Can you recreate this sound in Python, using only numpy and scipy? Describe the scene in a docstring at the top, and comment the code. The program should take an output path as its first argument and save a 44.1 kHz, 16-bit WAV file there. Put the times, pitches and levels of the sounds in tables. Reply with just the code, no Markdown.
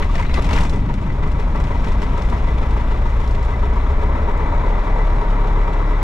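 """Inside a small aircraft cabin a four-cylinder engine has just caught: it lurches, rattles and climbs to idle.
Firings boom in the cabin air as tones at firing orders and bark through firewall panels as noise in puffs.
Propeller wash and rocking on the mounts are low noise; loose fittings buzz, knock and sing in their modes.
"""
import sys
import numpy as np
from scipy import signal
from scipy.fft import rfft, irfft
from scipy.io import wavfile
from scipy.ndimage import uniform_filter1d

SR = 44100
rng = np.random.default_rng(int(sys.argv[2]) if len(sys.argv) > 2 else 0)


def to_wav(sig):
    """Store sig (one row per channel, or 1-D mono) as 16-bit WAV at the path in sys.argv[1].

    Samples outside -1..1 are clipped; the rate is SR.
    """
    pcm = np.clip(np.atleast_2d(sig), -1, 1) * 32767
    pcm = np.round(pcm).astype(np.int16)
    wavfile.write(sys.argv[1], SR, pcm.T)  # frames by channels


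N = 265916
HZ = np.maximum(np.arange(N // 2 + 1) * SR / N, 1)   # FFT bins
SMOOTH_FROM_PER_S = 28.6   # firing rate from which the engine runs smoothly


def amp(db):
    """dB to gain."""
    return 10 ** (np.asarray(db) / 20)


def rms_one(x):
    """Scale to rms 1."""
    return x / np.sqrt(np.mean(x ** 2) + 1e-20)


def in_time(rows):
    """Columns of a curve table, one value per sample."""
    s, *columns = np.transpose(rows)
    return [np.interp(np.arange(N) / SR, s, column) for column in columns]


def at_hz(points):
    """A spectrum table read at every FFT bin, on a log frequency axis."""
    hz, value = np.transpose(points)
    return np.interp(np.log(HZ), np.log(np.maximum(hz, 1)), value)


def bumps(rows):
    """Sum of Gaussian rises or dips in dB."""
    t = np.arange(N) / SR
    return sum(db * np.exp(-.5 * ((t - s) / width_s) ** 2) for s, db, width_s in rows)


def ring(clicks, hz, t60_s):
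    """Damped resonance: a unit click starts a sine of height 1 before decay."""
    r = 10 ** (-3 / (t60_s * SR))
    w = 2 * np.pi * hz / SR
    return signal.lfilter([0, np.sin(w)], [1, -2 * r * np.cos(w), r * r], clicks + 1e-18)


def fade(clicks, t60_s):
    """A unit click becomes an exponentially dying envelope."""
    return signal.lfilter([1], [1, -10 ** (-3 / (t60_s * SR))], clicks + 1e-18)


def coloured(x, spectrum):
    """Filter by a spectrum table; rms 1."""
    return rms_one(irfft(rfft(x) * amp(at_hz(spectrum)), N))


def firings(turn, spread_db):
    """Strength in dB of the firing under way: random, capped one spread above full."""
    strength_db = np.minimum(rng.normal(0, spread_db, 256), spread_db)
    return strength_db[np.floor(turn).astype(int) % 256]


def propeller_wash(level_db):
    """Turbulent wash over the skin: low noise."""
    # wash spectrum: f/Hz, density/dB
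    wash_spectrum = [(30, -65.5), (60, -17.5), (85, 0.5), (105, 0.5), (150, 1.5), (200, -3), (300, -8),
                     (450, -23), (1200, -100)]
    return amp(level_db) * coloured(rng.standard_normal((2, N)), wash_spectrum)


def mount_rocking(level_db):
    """Engine rocking on its mounts: noise at still lower frequencies."""
    # rocking spectrum: f/Hz, density/dB
    rocking_spectrum = [(4, -60), (8, -12), (16, 1), (23, -5), (31, -10), (40, -4), (50, -9), (62, -9),
                        (78, -8), (100, -24), (300, -100)]
    return amp(level_db) * coloured(rng.standard_normal((2, N)), rocking_spectrum)


def puffs(turn, fall):
    """Exhaust puff envelope: rounded swell per firing, stronger for some cylinders; rms 1."""
    # puff strength per cylinder in firing order: level/dB
    cylinder_db = np.array([4, 1, -1.5, 0])
    shifted = turn + .4   # the puff starts ahead of its peak
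    part = shifted % 1 / fall
    evening = np.interp(turn, [60, 110], [1.8, .75])   # cylinders even out as they warm
    puff_db = evening * cylinder_db[np.floor(shifted).astype(int) % 4]
    puff_db = puff_db + firings(shifted, spread_db=1.5)
    return rms_one(uniform_filter1d(part * np.exp(-part) * amp(puff_db), size=350))


def bark(turn, level_db):
    """Exhaust through the firewall: broad roar, plus panels that throb with the puffs and are struck by firings."""
    # roar spectrum: f/Hz, density/dB
    bark_spectrum = [(100, -69), (200, -3.5), (370, -3), (700, -5), (1000, -3), (1440, -11.5),
                     (1800, -14.5), (2300, -16.5), (2800, -44), (4000, -33), (6000, -85)]
    # firewall and floor panels: f/Hz, width/Hz, gain/dB, share that throbs/0-1, blow/gain, throb lag/s
    panels = [(424, 24, 5, .3, 1.1, 0), (595, 60, 2, .35, .1, 0), (875, 36, -1, .7, .2, 0),
              (948, 40, 7, .8, .6, 0), (1140, 36, 1, .5, .2, 0), (1304, 34, 4, .55, .35, 0),
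              (1955, 30, 6, .4, .1, .011), (2006, 42, 12, .55, .2, .011), (2230, 50, 1, .3, 0, .008),
              (3575, 60, 5, .4, 0, 0), (4012, 24, 13, .1, 0, 0)]
    # blow of each cylinder on the panels, in firing order: level/dB
    cylinder_blow_db = np.array([0, -12, -6, -11])
    puff = puffs(turn, fall=.2)
    roar = rfft(rng.standard_normal((2, N)) * (.76 + .24 * puff))
    panel_noise = .75 * rng.standard_normal((2, N))

    stroke = np.floor(turn + .14)   # the blow lands just after the puff peaks
    blow_db = cylinder_blow_db[stroke.astype(int) % 4] + firings(stroke, spread_db=1.5)
    blows = rms_one(np.diff(stroke, prepend=0) * amp(blow_db))

    steady, throbbing = rfft(panel_noise), rfft(panel_noise * puff)
    struck = rfft(blows) * [[1], [0]]   # direct sound only
    ringing = 0
    for hz, width_hz, db, throb, blow, lag_s in panels:
        off = 1j * (HZ - hz) / width_hz
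        soft_blow = blow * struck / (1 + off)   # the ring swells in over a few cycles
        lagged = (throb * throbbing + soft_blow) * np.exp(-2j * np.pi * HZ * lag_s)
        ringing = ringing + amp(db) / (1 + 2 * off) * ((1 - throb) * steady + lagged)
    return amp(level_db + 2.5) * rms_one(irfft(amp(at_hz(bark_spectrum)) * (roar + ringing), N))


def buzz(turn, level_db):
    """Countless tiny contacts of trim and instruments over a hiss; a higher level makes them denser."""
    # buzz spectrum: f/Hz, density/dB
    buzz_spectrum = [(1200, -83), (2300, 0), (3000, -6), (3600, -6.5), (4400, -15.5), (5200, -16),
                     (7000, -20), (7700, -22), (8400, -29), (10300, -27), (12000, -32), (14000, -39),
                     (15600, -53)]
    shaking = np.clip((level_db + 54) / 12, .02, 1)
    sizes = amp(2.6 * np.minimum(rng.exponential(1, N), 4))
    contacts = rng.random(N) < 120 * shaking / SR   # up to 120 per s
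    ticks = fade(sizes * contacts, t60_s=.036)
    hiss = rng.standard_normal((2, N)) * (2.9 + ticks) * (1 + .3 * puffs(turn, fall=.25))
    hiss /= np.sqrt(uniform_filter1d(np.mean(hiss ** 2, axis=0), size=8000))   # slow level from level_db alone
    return amp(level_db + 1.5) * coloured(hiss, buzz_spectrum)


def boom(turn, speed):
    """Firing orders as clean tones in the cabin air, varying with each burn and sagging at set times."""
    # weak firings and longer sags of the boom: t/s, change/dB, width/s
    sags = [(.45, -9, .14), (3.95, -7, .03), (4.295, -14, .022), (4.47, -5, .015), (4.85, -4.5, .018),
            (5.228, -4.5, .015), (5.7, -5, .02)]
    # cabin response to an order at its momentary pitch: f/Hz, level/dB
    cabin_response = [(20, -22), (24.5, -23), (26, -19), (32, -21.5), (35, -13.7), (41, -29), (55, -19),
                      (63, -21), (67.5, -27), (69.3, -41), (73, -21), (84, -20.5), (92, -29), (100, -27),
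                      (104, -21.5), (108, -29), (111.5, -16.5), (120, -24), (130, -25), (140, -28),
                      (160, -35), (173, -24), (190, -40), (222, -31), (240, -45)]
    # orders, fractions from uneven cylinders: multiple of firing rate, level/dB, change when smooth/dB
    orders = [(.5, -11, 2), (.75, -12, -4), (1, 0, 0), (1.25, -11, 2), (1.5, -14, 1), (1.75, -12, -2),
              (2, 0, 0), (2.25, -12, -12), (2.75, -15, -6), (3, -12, 1), (4, -12, 0), (5, -22, 11),
              (6, -19, 4), (8, -12, 0)]
    # cabin air modes, each delaying tones above it by half a cycle: f/Hz
    modes_hz = [30.5, 32.5, 43, 51, 52.5, 60, 71, 108, 160]
    mode_width_hz = 1.5

    burn_db = uniform_filter1d(firings(turn, spread_db=.8), size=1200) + bumps(sags)
    smooth = np.clip((speed - SMOOTH_FROM_PER_S) / 3, 0, 1)
    response_hz, response_db = np.transpose(cabin_response)
    grid_hz = np.arange(10, 300, .25)
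    lag_cycles = .13
    for mode_hz in modes_hz:
        lag_cycles = lag_cycles + .25 + np.arctan((grid_hz - mode_hz) / mode_width_hz) / (2 * np.pi)

    tones = 0
    for k, order_db, change_db in orders:
        pitch_hz = k * speed
        tone_db = order_db + change_db * smooth + np.interp(pitch_hz, response_hz, response_db)
        cycles = k * turn - np.interp(pitch_hz, grid_hz, lag_cycles)
        tones = tones + amp(tone_db) * np.cos(2 * np.pi * cycles)
    return np.sqrt(2) * amp(burn_db - .5) * tones


def light_knocks(turn, speed):
    """Knock rows for firings that by chance jar a fitting, only while the engine runs rough."""
    chance = .15   # share of rough firings that knock
    peak_db, dull_db, spread_db = -46, -40, 3
    luck = rng.random(200)
    late, peak, dull = rng.standard_normal((200, 3)).T
    at = np.minimum(np.searchsorted(turn, np.arange(200) + .1 * late), N - 1)
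    rows = np.array([at / SR, peak_db + spread_db * peak, dull_db + spread_db * dull]).T
    return rows[(luck < chance) & (speed[at] < SMOOTH_FROM_PER_S)]


def rattles(lurch_db):
    """Knock rows set off by lurches: the harder the lurch, the denser and louder."""
    peak_db, dull_db = -54, -41   # before the lurch and a random 0-8 dB are added
    when, luck, peak, dull = rng.random((70, 4)).T
    s = .8 * when
    rise_db = lurch_db[(s * SR).astype(int)]
    rows = np.array([s, peak_db + rise_db + 8 * peak, dull_db + rise_db + 8 * dull]).T
    return rows[luck < rise_db / 24]


def knocks(rows):
    """Loose fittings struck: short crack, lingering rattle, dull thud and ringing modes per knock."""
    # fitting modes: f/Hz, level/dB, t60/s
    fitting_modes = [(970, -4, .09), (1157, -3, .07), (2030, -1, .13), (2240, -5, .08), (2750, -5, .05),
                     (3530, -5, .03), (4000, -7, .05), (5300, -8, .015), (7380, -9, .015),
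                     (10250, -15, .015)]
    s, peak_db, dull_db = np.transpose(rows)
    at = (s * SR).astype(int)
    out = np.zeros((2, N))
    for hz, db, t60_s in fitting_modes:
        clicks = np.zeros((2, N))
        blow_db = dull_db - 11 if hz < 2500 else peak_db - 9   # low modes follow the thud
        clicks[:, at] = amp(blow_db + db + rng.normal(0, 3, (len(at), 2)).T)
        out += ring(clicks, hz, t60_s)

    bursts = ((peak_db - 9.5, [2300, 6000], .035),    # crack
              (peak_db - 20, [2200, 8000], .16),      # rattle
              (peak_db - 28, [6000, 8500], .03),      # crack, treble
              (peak_db - 33, [7500, 13000], .04),     # crack, top
              (dull_db - 2, [700, 2500], .07))        # thud
    for db, band_hz, t60_s in bursts:
        clicks = np.zeros(N)
        clicks[at] = amp(db)
        envelope = uniform_filter1d(fade(clicks, t60_s), size=90)
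        band = signal.butter(3, band_hz, "band", fs=SR, output="sos")
        out += envelope * rms_one(signal.sosfilt(band, rng.standard_normal((2, N))))
    return out


def sings():
    """Jarred fittings: a short run of uneven touches keeps one mode ringing."""
    # singing modes: t/s, length/s, f/Hz, level/dB
    sing_rows = [(.094, .012, 1150, -33), (.136, .006, 970, -31), (.148, .012, 1800, -35),
                 (.15, .01, 1000, -30), (.15, .03, 600, -33), (.193, .008, 969, -24),
                 (.193, .006, 2750, -38), (.222, .01, 2100, -35), (.262, .02, 3950, -47),
                 (.294, .03, 2150, -38), (.308, .01, 650, -33), (.31, .02, 3950, -46),
                 (.338, .012, 2600, -35), (.346, .03, 2020, -33), (.366, .03, 3950, -43),
                 (.37, .025, 1150, -27), (.378, .02, 370, -29), (.385, .012, 600, -29),
                 (.447, .012, 650, -31), (.5, .015, 970, -30), (.597, .02, 950, -30),
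                 (.632, .01, 1000, -32)]
    out, t = np.zeros((2, N)), np.arange(SR) / SR   # all start in the first second
    for s, length_s, hz, db in sing_rows:
        run = (t > s) & (t < s + length_s)
        touches = run * (rng.random((2, SR)) < .03) * rng.standard_normal((2, SR))
        tone = ring(touches, hz, t60_s=.035)
        out[:, :SR] += amp(db) * tone / np.sqrt(np.mean(tone[:, run] ** 2) + 1e-20)
    return out


def stereo_ports(direct, diffuse):
    """Two close ports share the direct sound, shifted in phase; diffuse sound enters them in antiphase."""
    # left-right likeness: f/Hz, likeness/0-1
    likeness = [(100, 1), (600, .97), (900, .89), (1250, .82), (1700, .58), (2100, .92), (3200, .65),
                (4200, .35), (5500, .62), (8000, .35), (10000, .1), (11500, .65), (14000, .2)]
    # phase by which left leads: f/Hz, lead/rad
    left_lead = [(120, 0), (170, -.33), (400, -.6), (800, -1.1), (2500, -1.2), (4000, -.7), (4800, 0)]
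    # left over right: f/Hz, level/dB
    left_over_right = [(60, 1.3), (250, 1.6), (550, 2.8), (1200, 3.4), (2100, 4.4), (4000, 2.4),
                       (8000, 4.6)]
    # peaks and dips from cabin and dashboard: f/Hz, width/Hz, gain/dB
    cabin_colour = [(378, 110, -2.5), (501, 17, 0.5), (786, 110, -1.5), (1206, 13, -1), (1820, 66, -1),
                    (2185, 38, -4), (3160, 120, 0), (3550, 130, 2.5), (4220, 100, 0), (4330, 50, 5),
                    (4600, 130, 0), (5250, 280, 1), (5750, 150, 2)]
    alike = np.clip(at_hz(likeness), 0, 1)
    half_lead = np.exp(.5j * at_hz(left_lead))
    tilt = amp(at_hz(left_over_right) / 2)
    cabin = amp(sum(db / (1 + (2 * (HZ - hz) / width_hz) ** 2) for hz, width_hz, db in cabin_colour))
    shared = cabin * rfft(direct) * np.sqrt((1 + alike) / 2)
    own = cabin * rfft(diffuse) * np.sqrt((1 - alike) / 2)
    left = (shared + own) * half_lead * tilt
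    right = (shared - own) / half_lead / tilt
    return irfft(np.array([left, right]), N)


def scene():
    """Engine, wash and fittings summed as direct and diffuse sound, then heard at two ports."""
    # firing rate: t/s, rate/(1/s)
    speed_curve = [(0, 19.9), (.4, 22.32), (.9, 24.12), (1.7, 25.09), (2.7, 27.7), (3.4, 27.76),
                   (4.6, 34.12), (5.05, 35.03), (6.03, 34.46)]
    # noise drives: t/s, wash/dB, rocking/dB, bark/dB, buzz/dB
    noise_curves = [(0, -31.5, -19.5, -35, -47), (.55, -23.5, -14, -33.5, -46.5),
                    (.93, -23.5, -28.5, -35.5, -51), (1.4, -28.5, -19, -32.5, -49.5),
                    (1.9, -25.5, -21, -31, -46), (2.4, -27.5, -19.5, -31, -46.5),
                    (3.2, -32.5, -23, -31.5, -48), (3.84, -31.5, -18, -30.5, -48.5),
                    (4.3, -29.5, -18.5, -28, -49), (4.9, -33.5, -22.5, -28, -48),
                    (6.03, -32, -26, -28.5, -48.5)]
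    # lurches as the engine catches: t/s, rise/dB, width/s
    lurches = [(.03, 2.5, 0.034), (.17, 5, 0.047), (.23, -1.5, 0.033), (.37, 5.5, .034), (.46, 4.5, 0.015),
               (.55, 9, 0.053), (.63, 5.5, 0.02), (.72, 1, 0.041)]
    # knocks at set times, loud and soft: t/s, peak drive/dB, dull drive/dB
    set_knocks = [(0.0238, -36, -20.5), (0.1116, -36, -48), (0.1415, -40, -38), (0.1535, -28, -29),
                  (0.18, -40, -37), (0.2125, -36, -38), (0.197, -41, -28), (0.225, -38, -30),
                  (0.25, -51, -28), (0.2942, -54, -27), (0.3411, -21, -26), (0.3844, -51, -41),
                  (0.4229, -29, -37), (0.445, -28, -33), (0.4904, -29, -27), (0.5088, -28, -26),
                  (0.5312, -18.5, -23.5), (0.5625, -28, -30), (0.585, -27, -26), (0.608, -22.5, -42),
                  (0.635, -26, -41), (0.6958, -26, -42), (0.652, -33, -45), (0.7347, -33, -40),
                  (0.7592, -35, -43), (0.8889, -48, -32), (0.9398, -32.5, -37), (0.976, -46, -37),
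                  (1.0146, -40, -44), (1.0395, -50, -40), (1.1, -49, -32), (1.2316, -42, -32),
                  (1.274, -37, -40), (1.3169, -34.5, -50), (1.3987, -35, -33), (1.5584, -34.5, -33),
                  (1.601, -34, -30.5), (1.64, -33, -41), (1.686, -50, -40), (1.7978, -40, -46),
                  (1.8442, -34, -39), (1.9195, -33, -40), (1.8834, -34, -32), (2.0188, -29, -29),
                  (2.1774, -33, -37), (2.2204, -31, -32), (2.2987, -32, -45), (2.7077, -35, -39),
                  (2.7985, -41, -38), (3.2021, -38, -45), (3.276, -33, -50), (3.3104, -34, -50),
                  (3.4281, -34, -47), (3.4481, -37, -42), (5.676, -53, -33.5)]
    bark_follows, rocking_follows = .72, .21   # shares of the lurch rise in dB

    speed, = in_time(speed_curve)
    turn = np.cumsum(speed) / SR - .21   # firings so far; the strongest cylinder fires at 0
    wash_db, rocking_db, bark_db, buzz_db = in_time(noise_curves)
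    lurch_db = bumps(lurches)

    sound = propeller_wash(wash_db)   # rows: direct, diffuse
    sound += mount_rocking(rocking_db + rocking_follows * lurch_db)
    sound += bark(turn, bark_db + bark_follows * lurch_db)
    sound += buzz(turn, buzz_db + lurch_db)
    sound[0] += boom(turn, speed)
    sound += knocks(np.vstack([set_knocks, light_knocks(turn, speed), rattles(lurch_db)]))
    sound += sings()
    return stereo_ports(*sound)


def record(dry):
    """Round loud peaks, then cut the top: 70 dB down from 16 kHz."""
    rounded = .92 * np.tanh(dry / .9)
    return signal.sosfilt(signal.cheby2(12, 70, 16000, fs=SR, output="sos"), rounded)


dry = scene()
out = record(dry)
to_wav(out)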